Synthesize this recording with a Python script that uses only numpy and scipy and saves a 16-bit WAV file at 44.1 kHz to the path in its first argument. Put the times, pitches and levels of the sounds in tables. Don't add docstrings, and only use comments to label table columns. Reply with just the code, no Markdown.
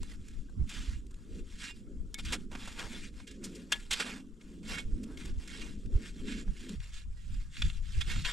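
import sys
import numpy as np
from scipy import signal
from scipy.fft import rfft, irfft
from scipy.io import wavfile
from scipy.ndimage import uniform_filter1d

SR = 44100
rng = np.random.default_rng(int(sys.argv[2]) if len(sys.argv) > 2 else 0)


def undo_db(level):
    steps = np.asarray(level, float) / 20
    return 10 ** steps


def to_wav(s):
    ch = np.atleast_2d(s).T
    pcm = np.round(np.clip(ch, -1, 1) * 32767)
    wavfile.write(sys.argv[1], SR, pcm.astype(np.int16))


N = 367073
TIME = np.arange(N) / SR
STEP = np.arange(0, N / SR + .002, .002)
ROAR_STOP_S = 6.753


def evened(x):
    return x / np.sqrt(np.mean(x ** 2) + 1e-20)


def read(points, hz):
    f, value = np.transpose(points)
    return np.interp(np.log(hz + 1), np.log(f + 1), value)


def filtered(x, order, hz, kind):
    return signal.sosfiltfilt(signal.butter(order, hz, kind, fs=SR, output="sos"), x)


def add(mix, s, sound):
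    part = mix[..., max(round(s * SR), 0):][..., :sound.shape[-1]]
    part += sound[..., :part.shape[-1]]


def sides(db):
    return undo_db(np.array([db / 2, -db / 2]))


def fine(x):
    return np.interp(TIME, STEP, x)


def swells(middle, length, db):
    away = (STEP - middle[:, None]) / length[:, None]
    return undo_db(db[:, None]) * np.exp(-(2 * away) ** 2)


def blend(shapes, *columns):
    power = np.sum(shapes ** 2, axis=0)
    level = np.linalg.norm(shapes, ord=6, axis=0)
    return [level] + [np.array(c) @ shapes ** 2 / power for c in columns]


def wander(seconds, spread_db):
    knots = np.arange(0, N / SR + 1, seconds)
    return np.interp(TIME, knots, undo_db(spread_db * rng.standard_normal(len(knots))))


def random_patches(shape, bins, frames):
    patches = uniform_filter1d(rng.standard_normal(shape), size=bins, axis=0)
    return evened(uniform_filter1d(patches, size=frames, axis=1))


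def pair(tone, size, same, patchy_db):
    hz, frames = np.fft.rfftfreq(size, 1 / SR), 4 * N // size + 5
    a, b, c, d = rng.standard_normal((4, len(hz), frames))
    same = np.clip(same * np.ones(len(hz)), -1, 1)[:, None]
    left = a + 1j * b
    right = same * left + np.sqrt(1 - same ** 2) * (c + 1j * d)
    patches = random_patches((len(hz), frames), bins=5, frames=6)
    z = np.array([left, right]) * undo_db(read(tone, hz)[:, None] + patchy_db * patches)
    return evened(signal.istft(z, nperseg=size, noverlap=size * 3 // 4)[1][:, :N])


# (frequency [Hz], level [dB per Hz])
HISS_COLOUR = [(8000, -44.5), (9500, -26), (10500, -11), (12500, -5), (14000, -4), (15200, -25.5)]


def microphone_hiss():
    colour = undo_db(read(HISS_COLOUR, np.fft.rfftfreq(N, 1 / SR)))
    noise = rfft(rng.standard_normal((2, N)))
    return undo_db(-98) * evened(irfft(noise * colour, N))


# (frequency [Hz], level [dB per Hz])
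AIR_COLOUR = [(290, -21), (500, 6.5), (657, -12), (888, -7.5), (1350, 1.5), (2220, -15), (3320, -7.5),
              (4360, -17), (7420, -7.5), (12400, -28), (15400, -47)]
# (frequency [Hz], likeness [0 to 1])
AIR_LIKENESS = [(60, 0.66), (150, 0.74), (380, 0.15), (950, 0.29), (2380, 0.25), (5970, 0.77), (15000, 1)]


def open_air():
    same = read(AIR_LIKENESS, np.fft.rfftfreq(512, 1 / SR))
    return undo_db(-75) * pair(AIR_COLOUR, size=512, same=same, patchy_db=5.0)


# (middle [s], length [s], level [dB], brightness above 400 Hz [dB])
ROAR_SWELLS = [(0, .06, -49.5, -1), (0.244, .2, -58, -8), (0.79, 0.32, -50, -19), (1.372, 0.21, -49, 6),
               (1.917, 0.31, -49.5, 0), (2.412, 0.44, -46, -14), (2.968, 0.44, -50.5, 1),
               (3.5, 0.42, -45.5, 3), (4.17, 0.38, -49, -5), (4.678, 0.46, -47, 1.5),
               (5.062, 0.38, -44.5, -0.5), (5.287, 0.25, -49.5, 2), (5.655, 0.5, -48.5, 2.5),
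               (5.955, 0.32, -47.5, 5), (6.31, .3, -41.5, -1), (6.738, 0.26, -44.5, -1.5)]
# (frequency [Hz], level [dB per Hz])
ROAR_COLOUR = [(65, -57), (110, -9), (129, -36), (165, -1.5), (205, 2.5), (263, 0), (355, -8.5), (426, -11),
               (706, -34.5), (800, -89), (1040, -115), (1760, -120)]


def slope_roar():
    lull_db, lull_bright_db = -56.5, -4
    middle, length, db, bright_db = np.transpose(ROAR_SWELLS)
    shapes = np.vstack([swells(middle, length, db), undo_db(lull_db) + 0 * STEP])
    level, bright_db = map(fine, blend(shapes, np.append(bright_db, lull_bright_db)))
    roar = pair(ROAR_COLOUR, size=2048, same=0.98, patchy_db=2.0)
    top = filtered(roar, 3, 400, "high")
    roar = (roar + (undo_db(bright_db) - 1) * top) * level
    return roar * (TIME < ROAR_STOP_S)


# (middle [s], length [s], level [dB], left-right [dB], flapping above 110 Hz [dB])
PORT_GUSTS = [(0, .08, -27.5, 0, -6), (0.21, 0.2, -40, -2, -10), (0.385, 0.094, -38.5, 5, 8),
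              (0.614, .1, -31, -2, 6.5), (0.806, 0.087, -35, -5, 0.5), (0.951, 0.16, -36, -4, -3),
              (1.343, 0.21, -39, 1, 1), (2.024, 0.18, -37.5, 4.5, -3), (2.282, 0.12, -33.5, 1, 3.5),
              (2.852, .1, -41, -5, -4), (3.035, .1, -41, -4, -8), (3.91, 0.15, -45, -4, -3),
              (4.73, 0.11, -38.5, -1, -3), (4.874, .08, -33.5, -4, 5.5), (4.95, 0.071, -32, -6, -1),
              (5.293, 0.13, -35.5, -2, 3.5), (5.376, .06, -33.5, -4, -7), (5.518, 0.069, -41, -8, -14),
              (5.7, 0.14, -40, 3, -10), (5.862, 0.059, -35.5, -3, 9), (5.957, 0.063, -27.5, -3, -6),
              (6.24, .16, -38, -2, -7), (6.501, 0.068, -31, -2, 8), (6.788, 0.072, -31.5, -2, -9),
              (7.086, 0.1, -36, 2, -1.5), (7.353, .24, -34, -3.5, 0), (7.655, 0.062, -23.5, 1, 1.5),
              (7.601, 0.065, -34.5, -2, 11), (7.98, 0.066, -26.5, -4, -0.5), (8.078, 0.066, -32, -5, 9.5),
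              (8.165, 0.16, -33, -2, 14.5)]
# (time [s], level [dB])
BREEZE_LEVEL = [(0, -43.5), (1.1, -45.5), (1.6, -48.5), (2.4, -42.5), (3.2, -49.5), (4.4, -54.5),
                (4.7, -46.5), (6.4, -44), (6.65, -47.5), (6.9, -43), (7.5, -41), (7.8, -36), (8.32, -38)]
# (frequency [Hz], level [dB per Hz])
BUFFET_COLOUR = [(8.8, -35), (15, 8), (43, -1), (124, -14.5), (164, -18), (261, -30), (344, -36.5),
                 (402, -47), (600, -59.5), (780, -73), (1320, -120)]


def buffeting():
    middle, length, db, pan_db, flap_db = np.transpose(PORT_GUSTS)
    breeze = undo_db(np.interp(STEP, *np.transpose(BREEZE_LEVEL)))
    shapes = np.vstack([swells(middle, length, db), breeze])
    level, pan_db, flap_db = map(fine, blend(shapes, np.append(pan_db, .5), np.append(flap_db, -2.5)))
    noise = pair(BUFFET_COLOUR, size=2048, same=0.68, patchy_db=2.0)
    flap = filtered(noise, 3, 110, "high")
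    veer = wander(.05, spread_db=1.5)
    gusts = (noise + (undo_db(flap_db) - 1) * flap) * level
    return gusts * sides(pan_db) * np.array([veer, 1 / veer])


# (start [s], peak [dB], frequency [Hz], left-right [dB])
GUST_BUMPS = [(0.584, -22, 54.7, -6), (0.864, -26, 48.4, -8), (2.241, -31, 46.2, -0.5),
              (4.908, -28, 45.8, -4), (5.93, -20.5, 74.4, -4.5), (6.471, -27.5, 36.3, -5.5),
              (7.627, -27.5, 32.7, 3), (7.957, -22.5, 60.3, -3)]


def pressure_bumps():
    out = np.zeros((2, N))
    for s, db, hz, pan_db in GUST_BUMPS:
        turns = (np.arange(0, .08, 1 / SR) - .027) * hz
        bump = np.cos(2 * np.pi * turns) * np.exp(-(turns / 0.57) ** 2)
        add(out, s, undo_db(db) * sides(pan_db)[:, None] * bump)
    return out


def crackle(per_s, spread_db):
    size = undo_db(spread_db * np.minimum(rng.exponential(1, N), 5))
    snaps = rng.random(N) < per_s / SR
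    return evened(size * rng.standard_normal(N) * snaps)


def tinted(x, bright, deep):
    low = filtered(x, 3, 1300, "low")
    high = filtered(x, 3, 4800, "high")
    return x + (bright - 1) * high + (deep - 1) * low


def crumbling(x, patchy_db):
    z = signal.stft(x, nperseg=256, noverlap=192)[2]
    z = z * undo_db(patchy_db * random_patches(z.shape, bins=4, frames=16))
    return signal.istft(z, nperseg=256, noverlap=192)[1][:N]


# (crest [s], effort [dB], swell [s], fade [s], depth of low crunch [dB])
BLADE_STROKES = [(.05, -65, 0.11, 0.1, -8), (.12, -63, 0.09, 0.056, 2), (.29, -69.5, 0.15, 0.23, -5),
                 (.62, -75.5, 0.045, .1, 14), (.71, -51.5, 0.029, .1, -10), (.74, -50, .07, 0.18, -4.5),
                 (.84, -55, .1, .15, -6), (.93, -62.5, .15, 0.099, -5), (1.2, -76.5, .14, 0.2, 5),
                 (1.39, -67, 0.13, 0.037, -5), (1.53, -64, 0.11, 0.17, -8),
                 (1.64, -49.5, 0.074, 0.084, -17), (1.7, -52.5, 0.13, 0.024, -10),
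                 (1.77, -68.5, 0.051, 0.068, -3), (2.194, -47, 0.014, 0.022, -6),
                 (2.28, -50, 0.057, 0.086, -13), (2.34, -51, 0.11, 0.041, 13), (2.39, -67, .05, 0.073, 4),
                 (2.525, -58.5, 0.016, 0.093, 16), (2.63, -54.5, 0.11, .25, 1),
                 (2.81, -49, 0.067, 0.11, 7.5), (2.94, -52.5, 0.085, 0.13, -2.5),
                 (3.06, -55.5, 0.11, 0.047, -14), (3.2, -65, 0.095, 0.068, -1),
                 (3.3, -69.5, 0.047, .16, -17), (3.452, -58.5, 0.043, 0.076, 3.5),
                 (3.54, -63.5, .12, 0.19, -4), (3.75, -56, 0.062, 0.053, 8), (3.8, -62, 0.14, .12, -3),
                 (3.932, -36, 0.026, 0.033, -6), (3.97, -47, .06, .06, -1.5),
                 (4.005, -37.5, 0.026, 0.041, -2), (4.06, -47, 0.087, 0.13, 4.5),
                 (4.16, -56.5, 0.11, 0.065, 5), (4.42, -71, 0.033, 0.071, 4), (4.53, -73, 0.17, 0.13, 0),
                 (4.726, -46.5, 0.081, 0.11, -2), (4.784, -49, .06, 0.049, -1.5),
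                 (4.93, -73.5, 0.13, 0.36, 2), (5.13, -69, 0.11, .1, 13), (5.21, -56, 0.051, 0.043, -2),
                 (5.28, -58.5, 0.079, 0.053, -1), (5.35, -75, .08, .08, 0), (5.42, -63, 0.068, 0.13, 0.5),
                 (5.5, -54.5, .03, 0.28, -12), (5.63, -54, .15, .12, -3), (5.8, -72.5, 0.087, .12, -6),
                 (5.97, -66.5, 0.082, 0.11, 5), (6.07, -54.5, 0.097, 0.056, -9),
                 (6.19, -66.5, 0.13, 0.18, -3), (6.3, -51, 0.059, 0.13, -19),
                 (6.4, -53.5, 0.071, .045, -14), (6.52, -70, 0.14, 0.12, 2), (6.62, -57, 0.11, 0.094, -8),
                 (6.72, -58.5, .09, 0.071, -6), (6.77, -75, .03, .08, -6), (6.82, -62, 0.033, 0.13, -5),
                 (6.95, -56.5, 0.041, 0.097, -14), (7.2, -71.5, 0.075, 0.27, -13),
                 (7.36, -67, 0.29, .2, -4), (7.576, -53.5, 0.067, 0.095, -16), (7.65, -53, 0.11, 0.09, -10),
                 (7.7, -57, .06, .03, -7), (7.755, -61, 0.063, .06, -7), (7.87, -61.5, 0.068, 0.14, -10),
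                 (7.98, -55.5, 0.13, 0.16, -11), (8.115, -44.5, 0.062, 0.064, -8),
                 (8.19, -51.5, .12, 0.079, -8), (8.265, -40.5, 0.03, 0.076, -11), (8.3, -44, .05, .1, -7)]


def scrape():
    crest, db, swell, fade, deep_db = np.transpose(BLADE_STROKES)[..., None]
    away = np.where(STEP < crest, (crest - STEP) / swell, (STEP - crest) / fade)
    strokes = undo_db(db - 20 * np.minimum(away, 4) ** 2)
    rustle = undo_db(-83.5) + 0 * STEP
    effort, deep_db = map(fine, blend(np.vstack([strokes, rustle]), np.append(deep_db, 6)))
    force = crackle(per_s=9000, spread_db=0.5) + 0.17 * rng.standard_normal(N)
    force = crumbling(force * effort * wander(0.0077, spread_db=1.0), patchy_db=2.0)
    finest, skim_share = filtered(force, 3, 9500, "high"), 0.28
    force = force + (undo_db(skim_share * np.minimum(deep_db, 0)) - 1) * finest
    dulling, even_db = 0.28, -56.5
    return tinted(force, (effort / undo_db(even_db)) ** -dulling, undo_db(deep_db))


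# (time [s], level [dB], brightness [dB], depth [dB], length [s])
CRUST_BITES = [(0.0328, -51, 10, 8, 0.008), (0.112, -64, -14, -6, .01), (.284, -57, 8, -18, .014),
               (.497, -72.5, 9, 17, .016), (.693, -51, 7, -11, 0.025), (1.067, -68, 12, -7, .012),
               (1.109, -65.5, 9, -12, 0.024), (1.143, -59.5, 3, -14, 0.012),
               (2.144, -43.5, 10.5, -15, 0.0096), (2.187, -48.5, 5, 8, .012), (2.251, -45, 3, -15, 0.029),
               (2.323, -32, 1, 1.5, 0.054), (2.516, -55, 3, 3, .022), (2.5523, -42, -7, 8, 0.018),
               (2.676, -46, 0.5, 10, 0.024), (2.792, -37.5, -4, 0.5, 0.022),
               (3.201, -57.5, -9, 12.5, 0.022), (3.27, -52.5, 2.5, -28, 0.048),
               (3.311, -56, 5.5, -20, .026), (3.439, -52.5, 16, -9, 0.044), (3.55, -59, 11.5, -13, 0.041),
               (3.721, -24.5, -2, -8.5, .026), (3.909, -32, 3.5, -7, 0.032), (3.93, -38, 9, -13, 0.03),
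               (3.998, -31.5, -2, 3.5, 0.042), (4.411, -59, -4, -10, .026), (4.6314, -62, 2, -1, .014),
               (4.703, -55, -6, -5, .014), (4.785, -38.5, -5, -15, 0.016), (5.032, -57.5, 9, -10, 0.031),
               (5.174, -47, -3.5, -14, 0.015), (5.256, -51.5, 7.5, 1, 0.017),
               (5.476, -48.5, 1.5, -16, 0.024), (5.617, -44, -7, -14, .027), (5.86, -61, 3, -3, 0.016),
               (6.05, -57, -8, -11, .016), (6.282, -47.5, -12, -4, 0.028), (6.477, -59.5, -15, 10, .024),
               (6.695, -47.5, 7.5, 2, 0.0072), (6.803, -51.5, -5, -6, 0.014),
               (7.569, -38.5, -19, -18, 0.0095), (7.621, -27, -14, -13, 0.015),
               (7.701, -41.5, -27, -14, 0.0089), (8.008, -36, -6, -13, 0.036),
               (8.111, -41.5, -3, -5.5, .03), (8.161, -44, -11, 2, 0.018), (8.247, -33.5, -13, -20, .03)]


def bites():
    force, colour = np.zeros(N), np.ones((2, N))
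    for s, db, bright_db, deep_db, length in CRUST_BITES:
        u = np.arange(0, 1.5 * length, 1 / SR) / length
        burst = np.tanh(u / .13) * np.exp(-(2.2 * u) ** 2)
        add(force, s - .002, undo_db(db) * burst)
        colour[:, round((s - .003) * SR):] = [[undo_db(bright_db)], [undo_db(deep_db)]]
    grit = crackle(per_s=25000, spread_db=1.2)
    return tinted(force * grit, colour[0], colour[1])


# (start [s], length [s], from [Hz], to [Hz], starting level [dB])
EDGE_SQUEAKS = [(.112, .015, 2070, 1900, -53), (.485, .02, 1610, 1500, -61), (1.695, .035, 5160, 5160, -55),
                (1.705, .045, 2460, 2460, -59), (2.144, .04, 2210, 2210, -44),
                (3.275, .085, 1700, 1700, -60), (3.727, .022, 3240, 3240, -31),
                (3.735, .055, 1700, 1700, -50), (5.1, .09, 1450, 1750, -61), (7.02, .03, 1700, 1700, -65),
                (7.165, .06, 1950, 1850, -66), (7.44, .06, 1700, 1600, -68), (8.09, .05, 4650, 4650, -50),
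                (8.25, .06, 1000, 1000, -49)]


def squeaks():
    out = np.zeros(N)
    for s, length, from_hz, to_hz, db in EDGE_SQUEAKS:
        rub = 1 + 2.1 * uniform_filter1d(rng.standard_normal(6000), size=80)[:round(length * SR)]
        turns = np.cumsum(np.linspace(from_hz, to_hz, len(rub))) / SR
        fade = undo_db(np.linspace(db, db - 9, len(rub))) * signal.windows.tukey(len(rub), .3)
        add(out, s, fade * rub * np.sin(2 * np.pi * turns))
    return out


def causal(db):
    log = np.log(undo_db(np.maximum(db, -100)))
    circle = np.concatenate([log, log[-2:0:-1]])
    return np.fft.ifft(np.exp(np.conj(signal.hilbert(circle)))).real[:2048]


# (frequency [Hz], level [dB per Hz])
SNOW_COLOUR = [(260, -25), (450, -5.5), (492, -10), (651, -27), (778, -12.5), (1490, -2.5), (1830, -3.5),
               (2190, -5.5), (2390, -1), (2540, -0.5), (3570, -4.5), (5990, -7.5), (7590, -7), (12500, -24),
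               (15400, -43.5)]


def snow_sound(force):
    snow = causal(read(SNOW_COLOUR, np.fft.rfftfreq(4096, 1 / SR)))
    return signal.oaconvolve(force, snow / np.linalg.norm(snow))[:N]


def mode(x, hz, t60):
    r, w = undo_db(-60 / t60 / SR), 2 * np.pi * hz / SR
    return signal.lfilter([np.sin(w) * np.sqrt(2 * (1 - r * r))], [1, -2 * r * np.cos(w), r * r], x)


# (frequency [Hz], level [dB], time to fall 60 dB [s])
BLADE_MODES = [(1010, -12, .05), (1165, -10, .05), (1480, -8, .06), (1700, -4, .17), (1900, -6, .07),
               (2210, 0, .09), (2460, -3, .1), (2790, -3, .1), (3240, -2, .05), (3450, -3, .1),
               (3600, -4, .08), (3920, -5, .07), (4260, -8, .07), (4650, -6, .08), (5160, -8, .08),
               (5550, -10, .04), (6800, -6, .03), (7350, -6, .03), (8150, -12, .06)]
# (middle [s], length [s], ring against the crunch [dB], on top of the covered blade's)
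BARED_BLADE = [(1.67, .2, -2), (2.15, .06, 2), (3.31, .14, -5), (3.74, .14, -10), (4.75, .22, -4),
               (5.56, .25, -12), (6.3, .2, -7), (6.95, .3, -8), (8.22, .4, -9)]


def blade_ring(slide, blow):
    covered_db, loaded_db, loaded_t60_share = -20, -5, .25
    bare = fine(undo_db(covered_db) + swells(*np.transpose(BARED_BLADE)).sum(0))
    spot_hz = 2700 * wander(.06, spread_db=2.2)
    total = np.linalg.norm(undo_db(np.array(BLADE_MODES)[:, 1]))
    out = np.zeros(N)
    for hz, db, t60 in BLADE_MODES:
        off = hz / spot_hz - 1
        rubbed = wander(.05, spread_db=3) * (.7 + .7 / (1 + (off / .12) ** 2))
        struck = .7 + 1.2 / (1 + (off / .06) ** 2)
        drive = (slide * rubbed + blow * struck) * undo_db(db) / total
        out += mode(drive * bare, hz, t60)
        out += undo_db(loaded_db) * mode(drive, hz, t60 * loaded_t60_share)
    return out


def shovel():
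    slide, blow = scrape(), bites()
    return snow_sound(slide + blow) + blade_ring(slide, blow) + squeaks()


# (time [s], left-right [dB])
DIGGER_SIDE = [(0.0, -3), (0.69, -1), (1.88, -2.5), (1.97, -1.5), (3.15, -1), (4.33, -2), (4.52, -5),
               (4.96, -3), (5.24, -4), (5.49, -3), (5.75, -2), (6.31, -4), (6.68, -2), (6.98, -5),
               (7.35, -3.5), (8.32, -3)]


def spread(x):
    pan_db = np.interp(TIME, *np.transpose(DIGGER_SIDE))
    below = np.where(TIME < ROAR_STOP_S, filtered(x, 4, 4000, "low"), filtered(x, 4, 8000, "low"))
    top = filtered(x, 5, 10500, "high")
    out = x + (sides(pan_db) - 1) * below
    scattered = undo_db(-14.5 + 1.3 * abs(pan_db)) * below + undo_db(-2) * top
    t = np.arange(600) / SR
    for k in range(3):
        echoes = rng.standard_normal(len(t)) * undo_db(-60 * t / 0.013)
        share = np.cos(np.pi * (TIME / 0.39 + k / 3)) * np.sqrt(2 / 3)
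        wet = signal.oaconvolve(scattered * share, echoes / np.linalg.norm(echoes))[:N]
        out += np.outer([1, -1], wet)
    return out


def scene():
    wind = buffeting() + pressure_bumps() + slope_roar()
    return (spread(shovel()) + wind + open_air()) * np.minimum(TIME / .008, 1)


# (frequency [Hz], left-right [dB])
MICROPHONE_LEAN = [(60, -1.0), (180, 0.0), (550, -0.5), (1650, 15), (4970, -3), (15000, 6.5)]


def microphones(dry):
    hz = np.fft.rfftfreq(N, 1 / SR)
    lean = sides(read(MICROPHONE_LEAN, hz) * np.clip(np.log2(hz / 7000 + 1e-9), 0, 1))
    top_fade = np.clip((15300 - hz) / 800, 0, 1)
    return irfft(rfft(dry, axis=1) * lean * top_fade, N, axis=1)


def band_limit(x):
    return signal.sosfilt(signal.butter(12, 15580, fs=SR, output="sos"), x)


def record(dry):
    mix = microphones(dry) + microphone_hiss()
    return band_limit(mix)


dry = scene()
out = record(dry)
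to_wav(out)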